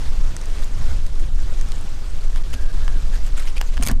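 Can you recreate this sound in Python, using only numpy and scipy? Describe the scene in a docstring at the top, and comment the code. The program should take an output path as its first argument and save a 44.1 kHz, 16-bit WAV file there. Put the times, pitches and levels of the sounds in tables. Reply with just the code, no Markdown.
"""A conifer wood, one microphone out in the wind. Gusts buffet it throughout, over the hiss of the
needles, and in the first two seconds dry twigs tick nearby. Close by, a man shifts in a stiff jacket
and something rubs with a faint whistle. After one thin high note his gear starts to click, and the
hiss cuts out for an instant now and then. Near the end the gear clatters with a gritty scrape and
dull bumps through the microphone mount, and the recorder's limiter ducks the background."""
import sys
import numpy as np
from scipy import signal
from scipy.io import wavfile
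from scipy.ndimage import uniform_filter1d

SR = 44100
rng = np.random.default_rng(int(sys.argv[2]) if len(sys.argv) > 2 else 0)


def store_wav(level_fs):
    """Save 16-bit WAV to argv[1]."""
    pcm = np.round(np.clip(np.atleast_2d(level_fs), -1, 1) * 32767)
    wavfile.write(sys.argv[1], SR, pcm.T.astype(np.int16))


N = 176400
TIME = np.arange(N) / SR

# Strength of the breeze in the trees: time_s, level_db
BREEZE = [(0, -39.5), (.3, -40.5), (.43, -41.5), (.6, -40), (.72, -42.5), (.9, -38.5), (1.0, -43),
          (1.12, -45), (1.24, -42.5), (1.33, -47), (1.41, -42.5), (1.6, -41.5), (1.72, -41.5), (2.1, -43),
          (2.4, -43), (2.8, -41), (3.25, -42.5), (3.7, -43.5), (3.85, -44.5), (3.96, -49)]


def from_db(db):
    """Decibels to gain."""
    return 10 ** (np.asarray(db) / 20)


def rms_one(x):
    """Scale to rms 1."""
    return x / np.sqrt(np.mean(x ** 2) + 1e-20)


def level(rows):
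    """Gain over time from rows of time_s, level_db."""
    return from_db(np.interp(TIME, *np.transpose(rows)))


def drift(rate_hz):
    """Smooth random wander of rms 1, mostly slower than rate_hz."""
    step, settle = 40, 2000
    pole = np.exp(-2 * np.pi * rate_hz * step / SR)
    white = rng.standard_normal(N // step + settle + 2)
    slow = signal.lfilter([1], [1, -2 * pole, pole * pole], white)[settle:]
    return np.interp(np.arange(N) / step, np.arange(len(slow)), rms_one(slow))


def lowpass(x, hz, order=2):
    """Roll off the highs above hz."""
    return signal.sosfilt(signal.butter(order, hz, fs=SR, output="sos"), x)


def shelf(x, treble_db):
    """Raise or lower the treble above 6 kHz."""
    dull = lowpass(x, 6000, order=1)
    return dull + from_db(treble_db) * (x - dull)


def noise(spectrum, flicker_db=0, flicker_hz=6.3):
    """Overlapping bands of noise, each flickering on its own by flicker_db; rms 1."""
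    hz, db = np.transpose(spectrum)
    edges = np.r_[np.geomspace(2.5, 5000, 40), np.arange(6000, 17000, 1000)]
    white = rng.standard_normal((2, N + SR))
    out = 0
    for k, (low, high) in enumerate(zip(edges, edges[1:])):
        if high > hz[0] and low < hz[-1]:
            bandpass = signal.butter(2, [low, high], "band", fs=SR, output="sos")
            band = signal.sosfilt(bandpass, white[k % 2])[SR:]
            band_db = np.interp(np.log(low * high) / 2, np.log(hz), db)
            out = out + band * from_db(band_db + flicker_db * drift(flicker_hz))
    return rms_one(out)


def swell(middle_s, half_s):
    """A bell-shaped envelope, down to 1/e at half_s either side of its middle."""
    return np.exp(-np.minimum(((TIME - middle_s) / half_s) ** 2, 100))


def contact(modes, crack_db, crack_s, crack_hz, vary_db):
    """One blow: a short broad crack, and each mode ringing at a chance strength, a little off pitch."""
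    t = TIME[:8192]
    crack = from_db(crack_db) * lowpass(rng.standard_normal(len(t)) * np.exp(-t / crack_s), crack_hz)
    detune = 1 + .006 * rng.standard_normal(len(modes))
    ring = 0
    for k, (hz, db, t60_s) in enumerate(modes):
        tone = (-1) ** k * np.sin(2 * np.pi * hz * detune[k] * t)
        ring = ring + from_db(db + vary_db * rng.normal() - 60 * t / t60_s) * tone
    return crack + ring


def strike(hits, modes, **touch):
    """Blows on one body, from rows of start_s, level_db and optionally treble_db, pitch_ratio."""
    out = np.zeros(N + SR)
    for start_s, level_db, *colour in hits:
        treble_db, pitch_ratio = colour + [0, 1][len(colour):]
        tuned = [(hz * pitch_ratio, db, t60_s) for hz, db, t60_s in modes]
        blow = shelf(contact(tuned, **touch), treble_db)
        start = int(start_s * SR)
        out[start:start + len(blow)] += from_db(level_db) * blow
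    return out[:N]


def wind():
    """Gusts right on the microphone: big slow eddies rumble, smaller ones flutter above them."""
    # Strength of the big eddies: time_s, relative_db
    gusts = [(0, -23.5), (.2, -11.5), (.38, -29), (.55, -18.5), (.7, -22), (.92, -15), (1.05, -20),
             (1.2, -17), (1.4, -17.5), (1.55, -18), (1.75, -21), (1.95, -24.5), (2.15, -20), (2.35, -16.5),
             (2.55, -23.5), (2.67, -15), (2.9, -16), (3.15, -18.5), (3.4, -17.5), (3.65, -21), (3.95, -13),
             (4, -19.5)]
    # Strength of the small eddies: time_s, level_db
    buffets = [(0, -28), (.2, -30.5), (.42, -33), (.55, -32.5), (.68, -34), (.78, -24.5), (.93, -23.5),
               (1.03, -35), (1.25, -28.5), (1.55, -32), (1.9, -33.5), (2.05, -37), (2.2, -34),
               (2.35, -37.5), (2.55, -26.5), (2.75, -32), (3.05, -27.5), (3.4, -40), (3.55, -47),
               (3.75, -29.5), (3.86, -23), (4, -23)]
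    # Spectrum of the big eddies: freq_hz, density_db
    rumble_spectrum = [(3, -5), (5, -1.5), (11, -0.5), (17, 1.5), (25, -6.5), (35, -14.5), (50, -22),
                       (70, -34.5), (110, -43)]
    # Spectrum of the small eddies: freq_hz, density_db
    flutter_spectrum = [(30, -3), (50, 2.5), (70, -3), (100, -12.5), (125, -14), (160, -18), (250, -33.5),
                        (400, -39), (900, -72)]
    rumble = noise(rumble_spectrum)
    flutter = noise(flutter_spectrum, flicker_db=3, flicker_hz=25.7)
    for eddies in (rumble, flutter):  # evened out, so the gusts and buffets set the strength
        eddies /= np.sqrt(uniform_filter1d(eddies ** 2, size=8000))
    return from_db(5.5) * level(gusts) * rumble + level(buffets) * flutter


def trees():
    """Air streams through the needles all around with a smooth, slightly wavering hiss."""
    # Spectrum of the hiss: freq_hz, density_db
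    needle_spectrum = [(120, 7), (220, 8), (350, 4.5), (500, 3.5), (850, -0.5), (1250, -0.5), (2000, -5),
                       (4000, -6.5), (6300, -8), (8500, -12), (10000, -18), (12500, -22), (15000, -27)]
    waver = from_db(.6 * drift(40))
    hiss = noise(needle_spectrum, flicker_db=1.6, flicker_hz=30)
    return waver * level(BREEZE) * hiss


def crackle(ticks_per_s=120, level_db=-57):
    """Tiny ticks of dry needles and leaves, half sunk in the hiss and denser in a stronger breeze."""
    breeze = level(BREEZE)
    onsets = rng.random(N) < ticks_per_s * breeze / breeze.mean() / SR
    sizes = onsets * from_db(4 * np.minimum(rng.exponential(1, N), 2.5))
    pitches_hz = np.geomspace(3000, 9000, 10)
    pitch_index = rng.integers(0, len(pitches_hz), N)
    t = TIME[:600]
    ticks = 0
    for k, hz in enumerate(pitches_hz):
        ring = np.sin(2 * np.pi * hz * t) * np.exp(-t * hz / 2)
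        ticks = ticks + signal.oaconvolve(sizes * (pitch_index == k), ring)[:N]
    return from_db(level_db) * rms_one(ticks)


def twigs():
    """Thin, dry twigs snap nearby and ring for a few milliseconds."""
    # Snaps: start_s, level_db, treble_db, pitch_ratio
    snaps = [(.366, -12, -26, 1.08), (.4143, -26.5, -3, 1.04), (.4573, -30.5, 5, 1.05),
             (.556, -30, -4, 0.66), (.585, -27, -6, .55), (.6445, -27.5, 6.5, 1.2), (1.066, -29, 2.5, 1.07),
             (1.197, -29.5, 0, 1.12), (1.402, -32, 4.5, 0.95), (1.6122, -16, -4, 1.05),
             (1.6875, -28, -7, 1.35), (1.7195, -20, -8, 1.21), (1.7205, -19, -4, 0.71),
             (1.7603, -30, 2, 1.15), (1.812, -31, 4, 1.3)]
    # Modes of a twig: pitch_hz, level_db, t60_s
    twig_modes = [(1760, -18.5, 0.017), (4480, -25, 0.0027), (5990, 0.5, 0.0031), (6930, 1.5, 0.002),
                  (7400, 1, 0.0025)]
    return strike(snaps, twig_modes, crack_db=-13, crack_s=.0008, crack_hz=12000, vary_db=1.5)


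def jacket():
    """Stiff cloth rubs close to the microphone in grainy swishes, some brighter than others."""
    # Strokes of the cloth: middle_s, half_length_s, level_db, treble_db
    strokes = [(0.566, 0.038, -42.5, -8), (0.63, 0.012, -41.5, 2), (1.067, 0.0054, -42.5, 7),
               (1.203, 0.01, -49, 7), (2.242, 0.011, -46.5, 4.5), (2.37, 0.013, -46, 4),
               (2.539, 0.011, -34.5, 3.5), (3.153, 0.028, -38, -1), (3.266, 0.019, -45.5, 9.5),
               (3.376, 0.008, -35, 5.5), (3.399, .011, -36, 1.5), (3.424, 0.012, -40, 2),
               (3.48, 0.025, -37.5, -0.5), (3.574, 0.011, -35.5, -4), (3.67, 0.023, -48, 7),
               (3.736, 0.011, -39, -4)]
    # Spectrum of the rubbing cloth: freq_hz, density_db
    cloth_spectrum = [(300, 5), (900, -3.5), (1600, 4), (2400, 2.5), (5000, -4.5), (8500, -8),
                      (11000, -12.5), (15000, -23)]
    weave = rms_one(from_db(5 * np.minimum(drift(350), 2)))
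    grain = weave * noise(cloth_spectrum, flicker_db=3.5, flicker_hz=14)
    return sum(from_db(db) * swell(middle_s, half_s) * shelf(grain, treble_db)
               for middle_s, half_s, db, treble_db in strokes)


def whistle(sag_hz_per_s=130, fade_db_per_s=5, ramp_s=.0097):
    """Something rubs with a faint, rough whistle or hum that sags and fades a little."""
    # Rubbing tones: start_s, length_s, pitch_hz, level_db
    rubs = [(.85, .08, 1440, -48), (1.12, 0.058, 375, -46), (1.195, 0.045, 370, -43),
            (2.485, 0.24, 1627, -49), (2.762, 0.22, 1660, -50.5)]
    out = 0
    for start_s, length_s, start_hz, db in rubs:
        age = np.clip(TIME - start_s, 0, None)
        jitter_hz, flicker_db = 60 * drift(140), 4 * drift(45)
        hz = start_hz - sag_hz_per_s * age + jitter_hz
        tone = np.sin(2 * np.pi * np.cumsum(hz) / SR)
        gate = np.clip(np.minimum(age, length_s - age) / ramp_s, 0, 1)
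        out = out + gate * from_db(db - fade_db_per_s * age + flicker_db) * tone
    return out


def chirp():
    """One thin high note, perhaps a far bird."""
    hz = 8050 + 150 * drift(210)
    return from_db(-55) * swell(middle_s=2.09, half_s=.05) * np.sin(2 * np.pi * np.cumsum(hz) / SR)


def dropouts():
    """A gain that cuts the hiss out for an instant now and then."""
    # Gaps in the hiss: middle_s, length_s
    gaps = [(2.291, .007), (2.431, 0.0056), (2.651, 0.0052), (2.723, 0.0049), (3.947, 0.0024),
            (3.987, 0.0067)]
    gain = 1
    for middle_s, length_s in gaps:
        offset = np.abs(2 * (TIME - middle_s) / length_s)
        gain = gain * (1 - np.exp(-np.minimum(offset, 3) ** 6))
    return gain


def gear_clicks():
    """The man's gear knocks lightly, close to the microphone."""
    # Light knocks: start_s, level_db, treble_db
    knocks = [(2.36, -22, 0.5), (2.538, -28, 5), (2.8795, -16, -19.5), (3.6083, -26, -14.5),
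              (3.6131, -11.5, 3), (3.6146, -28, 16), (3.6255, -28, -16), (3.7708, -19.5, -7),
              (3.7773, -18, -10), (3.8115, -26, -5)]
    # Modes of the gear: pitch_hz, level_db, t60_s
    gear_modes = [(820, -2.5, 0.0048), (1110, -3, 0.0061), (1690, -7, 0.012), (2970, -5.5, 0.006),
                  (3350, -8.5, 0.005), (5140, -4.5, 0.0019), (7500, -11, 0.0012)]
    return strike(knocks, gear_modes, crack_db=-11, crack_s=.001, crack_hz=12100, vary_db=1)


def mount_bumps():
    """Dull bumps reach the microphone through its mount."""
    # Bumps: start_s, level_db
    bumps = [(2.55, -35), (2.955, -33.5), (3.795, -23.5), (3.831, -21), (3.861, -19.5), (3.89, -22),
             (3.9, -24.5), (3.909, -17), (3.962, -31.5), (3.99, -31)]
    # Modes of the mount: pitch_hz, level_db, t60_s
    mount_modes = [(137, -0.5, 0.04), (218, 3, 0.049), (262, 0, 0.08), (685, -10.5, 0.052)]
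    thuds = strike(bumps, mount_modes, crack_db=-16, crack_s=.003, crack_hz=600, vary_db=2.5)
    return lowpass(thuds, 720)


def gear_clatter():
    """Hard parts of the gear hit each other in one quick, bright run."""
    # Blows: start_s, level_db, treble_db, pitch_ratio
    blows = [(3.826, -15, -2, 1), (3.8325, -12.5, -4, 1.01), (3.8345, -9.5, -3, 1.02),
             (3.8372, -14, -8, 0.78), (3.8448, -21, -7, 0.87), (3.8515, -16, -11, 1), (3.8592, -21, 4, 1.2),
             (3.8654, -14, 4, 1.025), (3.8731, -7, -1, 0.985), (3.8843, -18, 10.5, 1.4),
             (3.8862, -16, -9, 1.1), (3.9138, -22, 5, 0.9)]
    # Modes of a buckle: pitch_hz, level_db, t60_s
    buckle_modes = [(1178, -20, 0.032), (2280, -12, .015), (3060, -18, 0.021), (3320, -19.5, 0.042),
                    (4880, -13.5, 0.014), (6410, -6.5, 0.011), (7400, -25, 0.007), (8610, -7, 0.013),
                    (10380, -13, 0.0076)]
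    return strike(blows, buckle_modes, crack_db=-3, crack_s=.0018, crack_hz=14300, vary_db=5)


def gear_scrape(slips_per_s=1300, spread_db=3.5, slip_s=.001):
    """Gear sticks and slips: a dense run of tiny jerks, each a burst of friction noise."""
    # Scrapes among the blows: middle_s, half_length_s, level_db
    scrapes = [(3.834, 0.012, -28), (3.872, 0.014, -35.5), (3.893, 0.0056, -34), (3.902, 0.018, -30)]
    # Spectrum of the friction: freq_hz, density_db
    friction_spectrum = [(150, -8), (350, -2), (700, 2), (1300, 2.5), (2500, -8.5), (5000, -14),
                         (9000, -15), (15000, -42)]
    slips = (rng.random(N) < slips_per_s / SR) * from_db(spread_db * rng.standard_normal(N))
    energy = signal.lfilter([1], [1, -np.exp(-1 / (slip_s * SR))], slips ** 2 + 1e-9)
    rubbing = rms_one(np.sqrt(energy) * noise(friction_spectrum, flicker_db=3, flicker_hz=40))
    return rubbing * sum(from_db(db) * swell(middle_s, half_s) for middle_s, half_s, db in scrapes)


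def trunk_echoes(x, level_db=-14, delay_s=.006, t60_s=.14, top_hz=2200):
    """Dull, quickly dying scatter from the trunks close by."""
    t = TIME[:8192]
    scatter = rng.standard_normal(len(t)) * from_db(-60 * t / t60_s) * (t > delay_s)
    tail = lowpass(scatter, top_hz)
    tail /= np.sqrt(np.sum(tail ** 2) * SR / 2 / top_hz)  # about unit gain below top_hz
    return from_db(level_db) * signal.oaconvolve(x, tail)[:N]


def scene():
    """The wood and the man as they reach the one microphone."""
    gear = gear_clicks() + gear_clatter() + mount_bumps() + gear_scrape()
    wood = wind() + dropouts() * (trees() + crackle()) + twigs() + chirp()
    man = jacket() + whistle() + gear + trunk_echoes(gear)
    return (wood + man)[None]


def record(dry):
    """The recorder's limiter ducks on peaks and recovers; the top is cut off steeply."""
    limit_db, release_db_per_s, cutoff_hz = -6.5, 78, 15500
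    over_db = np.maximum(20 * np.log10(np.abs(dry[0]) + 1e-9) - limit_db, 0)
    release_db = release_db_per_s * TIME
    duck_db = np.maximum.accumulate(over_db + release_db) - release_db
    limited = dry * from_db(-uniform_filter1d(duck_db, size=200))
    return signal.sosfilt(signal.ellip(10, .2, 80, cutoff_hz, fs=SR, output="sos"), limited)


dry = scene()
out = record(dry)
store_wav(out)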